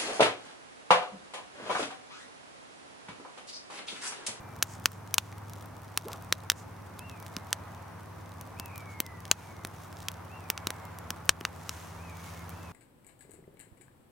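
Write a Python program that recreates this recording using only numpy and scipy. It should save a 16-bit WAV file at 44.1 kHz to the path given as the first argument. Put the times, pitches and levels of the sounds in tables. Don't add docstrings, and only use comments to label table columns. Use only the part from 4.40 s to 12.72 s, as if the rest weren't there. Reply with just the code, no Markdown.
import sys
import numpy as np
from scipy import signal
from scipy.fft import rfft, irfft
from scipy.io import wavfile

SR = 44100
rng = np.random.default_rng(int(sys.argv[2]) if len(sys.argv) > 2 else 0)


def to_wav(s):
    ch = np.atleast_2d(s).T
    pcm = np.round(np.clip(ch, -1, 1) * 32767)
    wavfile.write(sys.argv[1], SR, pcm.astype(np.int16))


N = 366912
TIME = np.arange(N) / SR

# (time [s], level [dB], thump [dB], body [dB], treble [dB],
# resonance of the hollow stalk [Hz], delay of the ground echo [s])
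STALK_BURSTS = [(0.164, -28, -5, 1, -1, 6480, .00099), (0.226, 6.5, -7, 0, -11, 6340, 0.00071),
                (.2291, 0.5, -2, -4, 2, 7000, 0.00066), (0.4578, 12.5, -6.5, 3, -13.5, 13200, 0.00064),
                (.5187, -28, -5, -4, 6, 5560, 0.00073), (.6755, -27.5, -5, -7, -9, 7000, 0.00074),
                (.7419, 4.5, -2.5, -2, 1.5, 5900, 0.00081), (0.7823, 13.5, -3, 0.5, -9, 3420, 0.000745),
                (0.926, -25.5, -5, 14.5, -31, 2200, 0.00044), (1.0971, -25, -5, -6, -1, 5560, 0.00086),
                (1.1347, -22, -8, -14, -1, 6000, .00081), (1.2124, -31.5, -5, 0, 0, 4080, .00033),
                (1.2588, -33, -5, 0, 5, 5560, 0.00081), (1.5753, 4.5, -0.5, 1.5, -4.5, 10200, 0.00075),
                (1.6842, -20.5, -5, 7, 3, 4410, 0.00035), (1.7184, -21, -5, 3, -8, 4760, .0008),
                (1.7318, -11.5, -6, -5, -5.5, 1890, 0.00081), (1.824, -30.5, -5, -4, 5, 6000, 0.00078),
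                (1.9255, 9, -2, 4, -10, 4100, 0.00054), (2.1001, 13, -17, -3.5, -11.5, 15000, 0.00055),
                (2.1186, -5.5, 4, 5, -6, 3870, .00056), (2.5927, -18, 3, 1, -1, 9520, .00081),
                (2.697, -19.5, -2, -9, -8, 2700, 0.00054), (2.801, -31, -5, -2, 6, 6100, .0007),
                (2.8265, -27.5, -3, -2, 1, 5140, .00083), (2.8647, -20.5, -5, 4, -5, 3440, .00042),
                (2.9661, -6.5, -17, 0, -12.5, 5450, 0.00078), (3.1293, 5.5, -6.5, -1, -10, 8500, 0.00061),
                (4.0119, -21.5, -3, -13, 3, 6480, .00035), (4.1986, -10.5, 10, 3, -1, 5140, 0.00064),
                (4.259, -23.5, -5, -2, 5, 5140, .00032), (4.3588, -22.5, -5, 4, -1, 2040, .00083),
                (4.3794, -24, -5, -4, 8, 6000, .00073), (4.6031, 3, 6, 1.5, 1.5, 3000, 0.00049),
                (4.6646, -18.5, -7, -8, -2, 5560, .0008), (4.8046, -29.5, -5, 2, 1, 6480, 0.00039),
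                (4.8537, -16, 2, 2, -13, 10290, .00061), (4.914, 16.5, -1.5, 0, -10.5, 6900, 0.00045),
                (5.2497, -8.5, 12.5, 8, -8.5, 10100, 0.0005), (5.272, -26, -5, -3, 3, 9500, 0.00057),
                (5.528, -26.5, -7, 13, -4, 4760, .00056), (5.5697, -24.5, -9, -5, -13, 5130, .00081),
                (5.604, -22, -7, -6, -9, 8160, .0012), (5.6848, -1.5, -15, -1, -9.5, 3300, 0.00039),
                (5.717, -24.5, -5, 0, 3, 3780, .00065), (5.7416, -26, -5, -6, -11, 7000, .00083),
                (6.1016, 4, -1, 2.5, -4, 14600, 0.00037), (6.1774, -6.5, -17, 1.5, -18, 9520, 0.00081),
                (6.271, 0, 6.5, -1, -8, 3780, 0.00072), (6.3049, -6.5, 6.5, 8, -8, 9520, 0.00051),
                (6.453, -29.5, -5, 2, 4, 5560, .00091), (6.587, -22.5, -5, -6, 3, 5540, 0.00083),
                (6.7054, -4.5, -3, 6, -5, 5430, 0.00065), (6.8561, -38, -3, -4, 15, 5560, .00038),
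                (6.8928, 18.5, -4.5, 2, -13.5, 8500, 0.000728), (7.0067, -32, -8, 6, 7, 6000, .0006),
                (7.0107, -16.5, 6, 16, -10, 3040, 0.00036), (7.0516, 1, -3, 10.5, -15.5, 2800, .00046),
                (7.2936, -4.5, 0.5, -1, -8, 5700, 0.00076), (8.0941, -27, -5, 16, 7, 6000, 0.00049)]


def snaps():
    out = np.zeros((2, N))
    for s, db, *colour, echo_s in STALK_BURSTS:
        add(out, s, amp(db) * signal.fftconvolve(crack(*colour), heap_paths(echo_s), axes=1))
    return out


def crack(thump_db, body_db, treble_db, stalk_hz, ring_db=6, ring_octaves=0.14, size=1024):
    # (frequency [Hz], level [dB])
    straw_colour = [(30, -12), (150, -4), (330, -1), (700, -2), (1400, 2.5), (2100, -0.5), (3000, 3),
                    (4700, 0), (6000, 1.5), (7600, 0), (15500, 1.5)]
    # (frequency [Hz], left minus right [dB])
    port_balance = [(4000, -0.1), (6500, 3), (9000, -7.5), (11000, -1.5), (13000, 10), (15500, -2.5)]
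    hz = np.fft.rfftfreq(size, 1 / SR)
    tone = [(350, thump_db), (1400, body_db), (3200, 0.0053), (6000, 0.011), (11500, treble_db)]
    ring = ring_db * np.exp(-(np.log2((hz + 1) / stalk_hz) / ring_octaves) ** 2)
    sides = np.outer([.5, -.5], curve_at(port_balance, hz))
    db = curve_at(straw_colour, hz) + curve_at(tone, hz) + ring + sides
    log_gain = np.log(amp(np.hstack([db, db[:, -2:0:-1]])))
    minimum_phase = np.exp(np.conj(signal.hilbert(log_gain)))
    return -np.fft.ifft(minimum_phase).real


def heap_paths(echo_s, ground_gain=0.39, straw_db=-8.5, lawn_db=-19.5):
    paths = amp(straw_db) * scatter(.0014, .96) + amp(lawn_db) * scatter(.008, .6)
    paths[:, 0] += 1
    paths += ground_gain * np.sinc(np.arange(paths.shape[1]) - echo_s * SR)
    return paths / np.linalg.norm(paths[0])


def crackle(level_db=-41.0, spread_db=4.0, ceiling_db=12, ticks_per_s=42, fibres=12):
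    # (centre [s], half length [s], extra ticks [1/s])
    flares = [(1.15, 0.061, 90), (1.68, 0.24, 220), (2.92, 0.22, 67), (5.546, 0.19, 160), (6.848, 0.35, 29)]
    out = np.zeros((2, N))
    rate = ticks_per_s + sum(extra * swell(s, half_s) for s, half_s, extra in flares)
    for bright, place, bore in rng.random((fibres, 3)):
        sizes = amp(np.minimum(spread_db * rng.exponential(1, N), ceiling_db))
        impulses = sizes * (rng.random(N) < rate / fibres / SR)
        pulse = crack(thump_db=-8, body_db=-8, treble_db=-10 + 10 * bright, stalk_hz=3500 + 7000 * bore)
        tick = signal.fftconvolve(pulse, heap_paths(0.00032 + 0.000567 * place), axes=1)
        out += signal.oaconvolve(impulses[None], tick, axes=1)[:, :N]
    return amp(level_db) * out


def steam(sputter_db=1.9, vent_db=-55, vent_s=0.0086, vent_limit_db=5):
    # (centre [s], half length [s], level [dB], sizzle against the hiss [dB])
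    jets = [(.32, 0.033, -56.5, 3), (.535, 0.036, -62.5, -1), (0.846, 0.051, -58, -9),
            (1.72, 0.028, -57.5, -11), (2.191, 0.024, -58, 1.5), (4.514, .019, -59, -5),
            (5.027, 0.077, -57, -9), (5.387, .055, -60.5, -12), (5.6, .061, -67, -8),
            (7.366, 0.13, -54, -5.5), (7.885, .063, -52.5, -10), (7.7, .36, -61, -10),
            (8.148, .31, -59.5, -13)]
    # (frequency [Hz], relative level [dB])
    hiss_spectrum = [(500, -21), (1500, 9), (3000, 4), (4300, 0.5), (6500, 1), (7800, -5.5), (9000, -2),
                     (11500, -4), (15500, -7)]
    # (frequency [Hz], relative level [dB])
    sizzle_spectrum = [(3000, -30), (5500, -2), (6900, 0.5), (8300, -3), (12000, -20)]
    hiss_power = sum(amp(db) ** 2 * swell(s, half_s) for s, half_s, db, _ in jets)
    sizzle_power = sum(amp(db + extra_db) ** 2 * swell(s, half_s) for s, half_s, db, extra_db in jets)
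    vent_decay = np.exp(-TIME[:SR // 4] / vent_s)
    for s, db, *_ in STALK_BURSTS:
        add(hiss_power, s, amp(min(db, vent_limit_db) + vent_db) ** 2 * vent_decay)
    hiss = np.sqrt(hiss_power) * noise(hiss_spectrum, likeness=0.58)
    sizzle = np.sqrt(sizzle_power) * noise(sizzle_spectrum, likeness=0.74)
    return (hiss + sizzle) * amp(sputter_db * wander(250))


def thuds(rise_cycles=0.36):
    # (time [s], pitch [Hz], level [dB])
    gas_pockets = [(2.9677, 225, -30), (4.604, 275, -34), (6.2716, 280, -35), (6.708, 225, -36.5),
                   (7.011, 330, -32)]
    out, t = np.zeros(N), np.arange(2048) / SR
    for s, hz, db in gas_pockets:
        age = t * hz / rise_cycles
        add(out, s, amp(db) * age * np.exp(1 - age) * np.sin(2 * np.pi * hz * t))
    return out


def puff(start_s=1.646, attack_s=0.015, hold_s=.03, spread_s=0.00383, level_db=-37, fade_db_per_s=110,
         note_hz=275, rise_hz_per_s=7200, note_width_hz=90, whoosh_hz=820, whoosh_width_hz=760):
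    t = np.maximum(TIME - start_s, 0)
    broken = .5 + .5 * np.tanh((t - hold_s) / (2 * spread_s))
    hz = (1 - broken) * (note_hz + rise_hz_per_s * t) + broken * whoosh_hz
    width = (1 - broken) * note_width_hz + broken * whoosh_width_hz
    smear = wander(564) * width / 2
    note = np.sqrt(2) * np.sin(2 * np.pi * np.cumsum(hz + smear) / SR)
    flutter = amp(np.minimum(width / 200, 4) * wander(200) - 0.5)
    envelope = np.minimum(t / attack_s, 1) * amp(level_db - fade_db_per_s * t)
    return signal.sosfilt(signal.butter(4, 1300, fs=SR, output="sos"), note * flutter * envelope)


def birds(flutter_db=2.8, echo_db=-7):
    # (time of top note [s], fall [s], top pitch [Hz], drop [Hz], drop time [s],
    # sag [Hz/s], head [dB], tail [dB], hoarseness [0-1])
    prey_calls = [(-.25, 0.44, 2750, 300, .08, 324, -60, -68.5, .15),
                  (2.655, 0.77, 2763, 475, .115, 493, -55.5, -72, 0.08),
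                  (4.23, 0.594, 2706, 210, .065, 997, -58, -57.5, 0.37),
                  (4.85, 0.41, 2740, 220, 0.16, 1203, -76, -66, 0.08),
                  (5.96, 0.54, 2763, 420, 0.096, 420, -59.5, -66, 0.17),
                  (7.645, .41, 2567, 250, .06, 431, -57, -63.5, 0.26),
                  (8.18, .2, 2700, 200, .11, 600, -66.5, -55, .14)]
    # (time [s], length [s], pitch [Hz], level [dB])
    high_notes = [(6.198, 0.28, 7620, -76), (6.5, 0.16, 7220, -74)]
    calls = [whistle(*row) for row in prey_calls] + [thin_note(*row) for row in high_notes]
    out = np.zeros(N)
    flutter, shake = flutter_db * wander(38), .04 * wander(150)
    for on, hz, db, hoarse in calls:
        turns = np.cumsum(hz * (1 + hoarse * shake[on])) / SR
        envelope = amp(db + flutter[on]) * signal.windows.tukey(on.sum(), .08)
        out[on] += np.sqrt(2) * envelope * np.sin(2 * np.pi * turns)
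    trees = signal.oaconvolve(out[None], scatter(0.035, 0.12, size=16384), axes=1)[:, :N]
    return out + amp(echo_db) * trees


def whistle(top_s, fall_s, top_hz, drop_hz, drop_s, sag_hz_per_s, head_db, tail_db, hoarse,
            scoop_s=.075, scoop_hz=475):
    on = (TIME > top_s - scoop_s) & (TIME < top_s + fall_s)
    t = TIME[on] - top_s
    falling = drop_hz * (1 - np.exp(-(t / drop_s) ** 2)) + sag_hz_per_s * t
    hz = top_hz - np.where(t < 0, scoop_hz * (t / scoop_s) ** 2, falling)
    db = tail_db + (head_db - tail_db) * swell(top_s, half_s=0.14)[on]
    voice_break = swell(top_s + .1, half_s=0.043)[on]
    return on, hz, db, hoarse * (1 + 2 * voice_break)


def thin_note(s, length_s, hz, db, sag_hz_per_s=700, hoarse=0.71):
    on = (TIME > s) & (TIME < s + length_s)
    return on, hz - sag_hz_per_s * (TIME[on] - s), db, hoarse


def receding_engine(end_hz=19.45, excess_hz=1.08, settle_s=4.0, level_db=-49.0, fade_db_per_s=0.5):
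    # (multiple, level [dB])
    shaft_orders = [(3, -25), (4, -14.5), (5, 0.5), (6, -10.5), (7, -11), (9, -23), (10, -20.5),
                    (12, -15.5)]
    shaft_hz = end_hz + excess_hz * np.exp(-TIME / settle_s)
    return engine(shaft_hz, level_db - fade_db_per_s * TIME, shaft_orders)


def nearing_engine(start_hz=87, sag_hz_per_s=.6, level_db=-60, grow_db_per_s=0.76,
                   throttle_s=7.45, rev_hz_per_s=4.35, throttle_db=3, open_s=0.19):
    # (multiple, level [dB])
    firing_orders = [(1, 1), (2, -1), (3, -18.5)]
    since_throttle = np.maximum(TIME - throttle_s, 0)
    firing_hz = start_hz - sag_hz_per_s * TIME + rev_hz_per_s * since_throttle
    db = level_db + grow_db_per_s * TIME + throttle_db * np.minimum(since_throttle / open_s, 1)
    return engine(firing_hz, db, firing_orders)


def engine(hz, db, orders, fading_db=1.15, drift_rad=0.39):
    angle = 2 * np.pi * np.cumsum(hz) / SR
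    out = np.zeros(N)
    for multiple, order_db in orders:
        gain = amp(order_db + fading_db * wander(3.4))
        out += gain * np.sin(round(multiple) * angle + drift_rad * wander(5.4))
    return np.sqrt(2) * amp(db) * out


def far_traffic(roar_db=-51.0, rumble_db=-53, air_db=-65):
    # (time when nearest [s], half length [s], level [dB])
    cars = [(.1, .25, -57), (3.204, .38, -52), (4.3, 0.23, -55.5), (6.31, 0.52, -50), (8.0, 0.81, -55)]
    # (frequency [Hz], relative level [dB])
    tyre_spectrum = [(150, -14), (400, -8.5), (650, -2), (950, 0.5), (1200, -2.5), (1600, -8), (2200, -13),
                     (3200, -22), (6000, -30.5)]
    rumble_spectrum = [(20, -38), (35, -32), (50, -20), (70, -0.5), (95, -6), (160, -3), (230, -4.5),
                       (330, -6), (550, -12.5), (1500, -37)]
    air_spectrum = [(500, 9), (2500, -2.5), (4500, 1.5), (6000, 4.5), (7500, -5), (9000, 2), (11500, -5),
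                    (15500, -11)]
    power = amp(roar_db) ** 2 + sum(amp(db) ** 2 * swell(s, half_s) for s, half_s, db in cars)
    roar = noise(tyre_spectrum) * np.sqrt(power) * amp(.5 * wander(27))
    rumble = noise(rumble_spectrum) * amp(rumble_db + 0.65 * wander(22))
    return roar + rumble + amp(air_db) * noise(air_spectrum)


def scatter(decay_s, likeness, size=2048, rise_s=.0005):
    t = np.arange(size) / SR
    shared, own = rng.standard_normal(size), rng.standard_normal((2, size))
    cloud = np.sqrt(likeness) * shared + np.sqrt(1 - likeness) * own
    envelope = np.exp(-t / decay_s) * (1 - np.exp(-t / rise_s))
    return unit_rms(cloud * envelope) / np.sqrt(size)


def noise(spectrum, likeness=None):
    # (frequency [Hz], left-right likeness [0-1])
    diffuse_likeness = [(60, 0.91), (130, 1), (290, 0.038), (640, 0.47), (1400, 0.75), (3100, 0.24),
                        (7000, 0.13), (15000, 0.083)]
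    hz = np.fft.rfftfreq(N, 1 / SR)
    left, other = rfft(rng.standard_normal((2, N)))
    same = curve_at(diffuse_likeness, hz) if likeness is None else likeness
    right = same * left + np.sqrt(1 - same ** 2) * other
    return unit_rms(irfft(np.array([left, right]) * amp(curve_at(spectrum, hz)), N))


def wander(rate_hz):
    hz = np.fft.rfftfreq(N, 1 / SR)
    return unit_rms(irfft(rfft(rng.standard_normal(N)) / (1 + (hz / rate_hz) ** 4), N))


def swell(s, half_s):
    return np.exp(-((TIME - s) / half_s) ** 2)


def amp(db):
    return 10 ** (np.asarray(db) / 20)


def unit_rms(x):
    return x / np.sqrt(np.mean(x ** 2) + 1e-20)


def curve_at(points, hz):
    point_hz, values = np.transpose(points)
    return np.interp(np.log(hz + 1), np.log(point_hz + 1), values)


def add(mix, s, sound):
    part = mix[..., max(round(s * SR), 0):][..., :sound.shape[-1]]
    part += sound[..., :part.shape[-1]]


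def scene():
    fire = snaps() + thuds() + crackle() + steam() + puff()
    return fire + birds() + receding_engine() + nearing_engine() + far_traffic()


def record(dry, threshold_db=-7, recovery_db_per_s=100, slope=0.24, attack_s=.008,
           low_cut_hz=33, high_cut_hz=16100):
    over_db = np.maximum(20 * np.log10(abs(dry).max(0) + 1e-9) - threshold_db, 0)
    recovery = TIME * recovery_db_per_s
    held_db = np.maximum.accumulate(over_db + recovery) - recovery
    lag = np.exp(-1 / (attack_s * SR))
    dip_db = slope * signal.lfilter([1 - lag], [1, -lag], held_db)
    clipped = np.clip(dry / amp(dip_db), -.9, .9)
    low_cut = signal.butter(3, low_cut_hz, "highpass", fs=SR, output="sos")
    high_cut = signal.firwin(511, high_cut_hz, window=("kaiser", 9), fs=SR)
    return signal.oaconvolve(signal.sosfilt(low_cut, clipped), high_cut[None], "same")


dry = scene()
out = record(dry)
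to_wav(out)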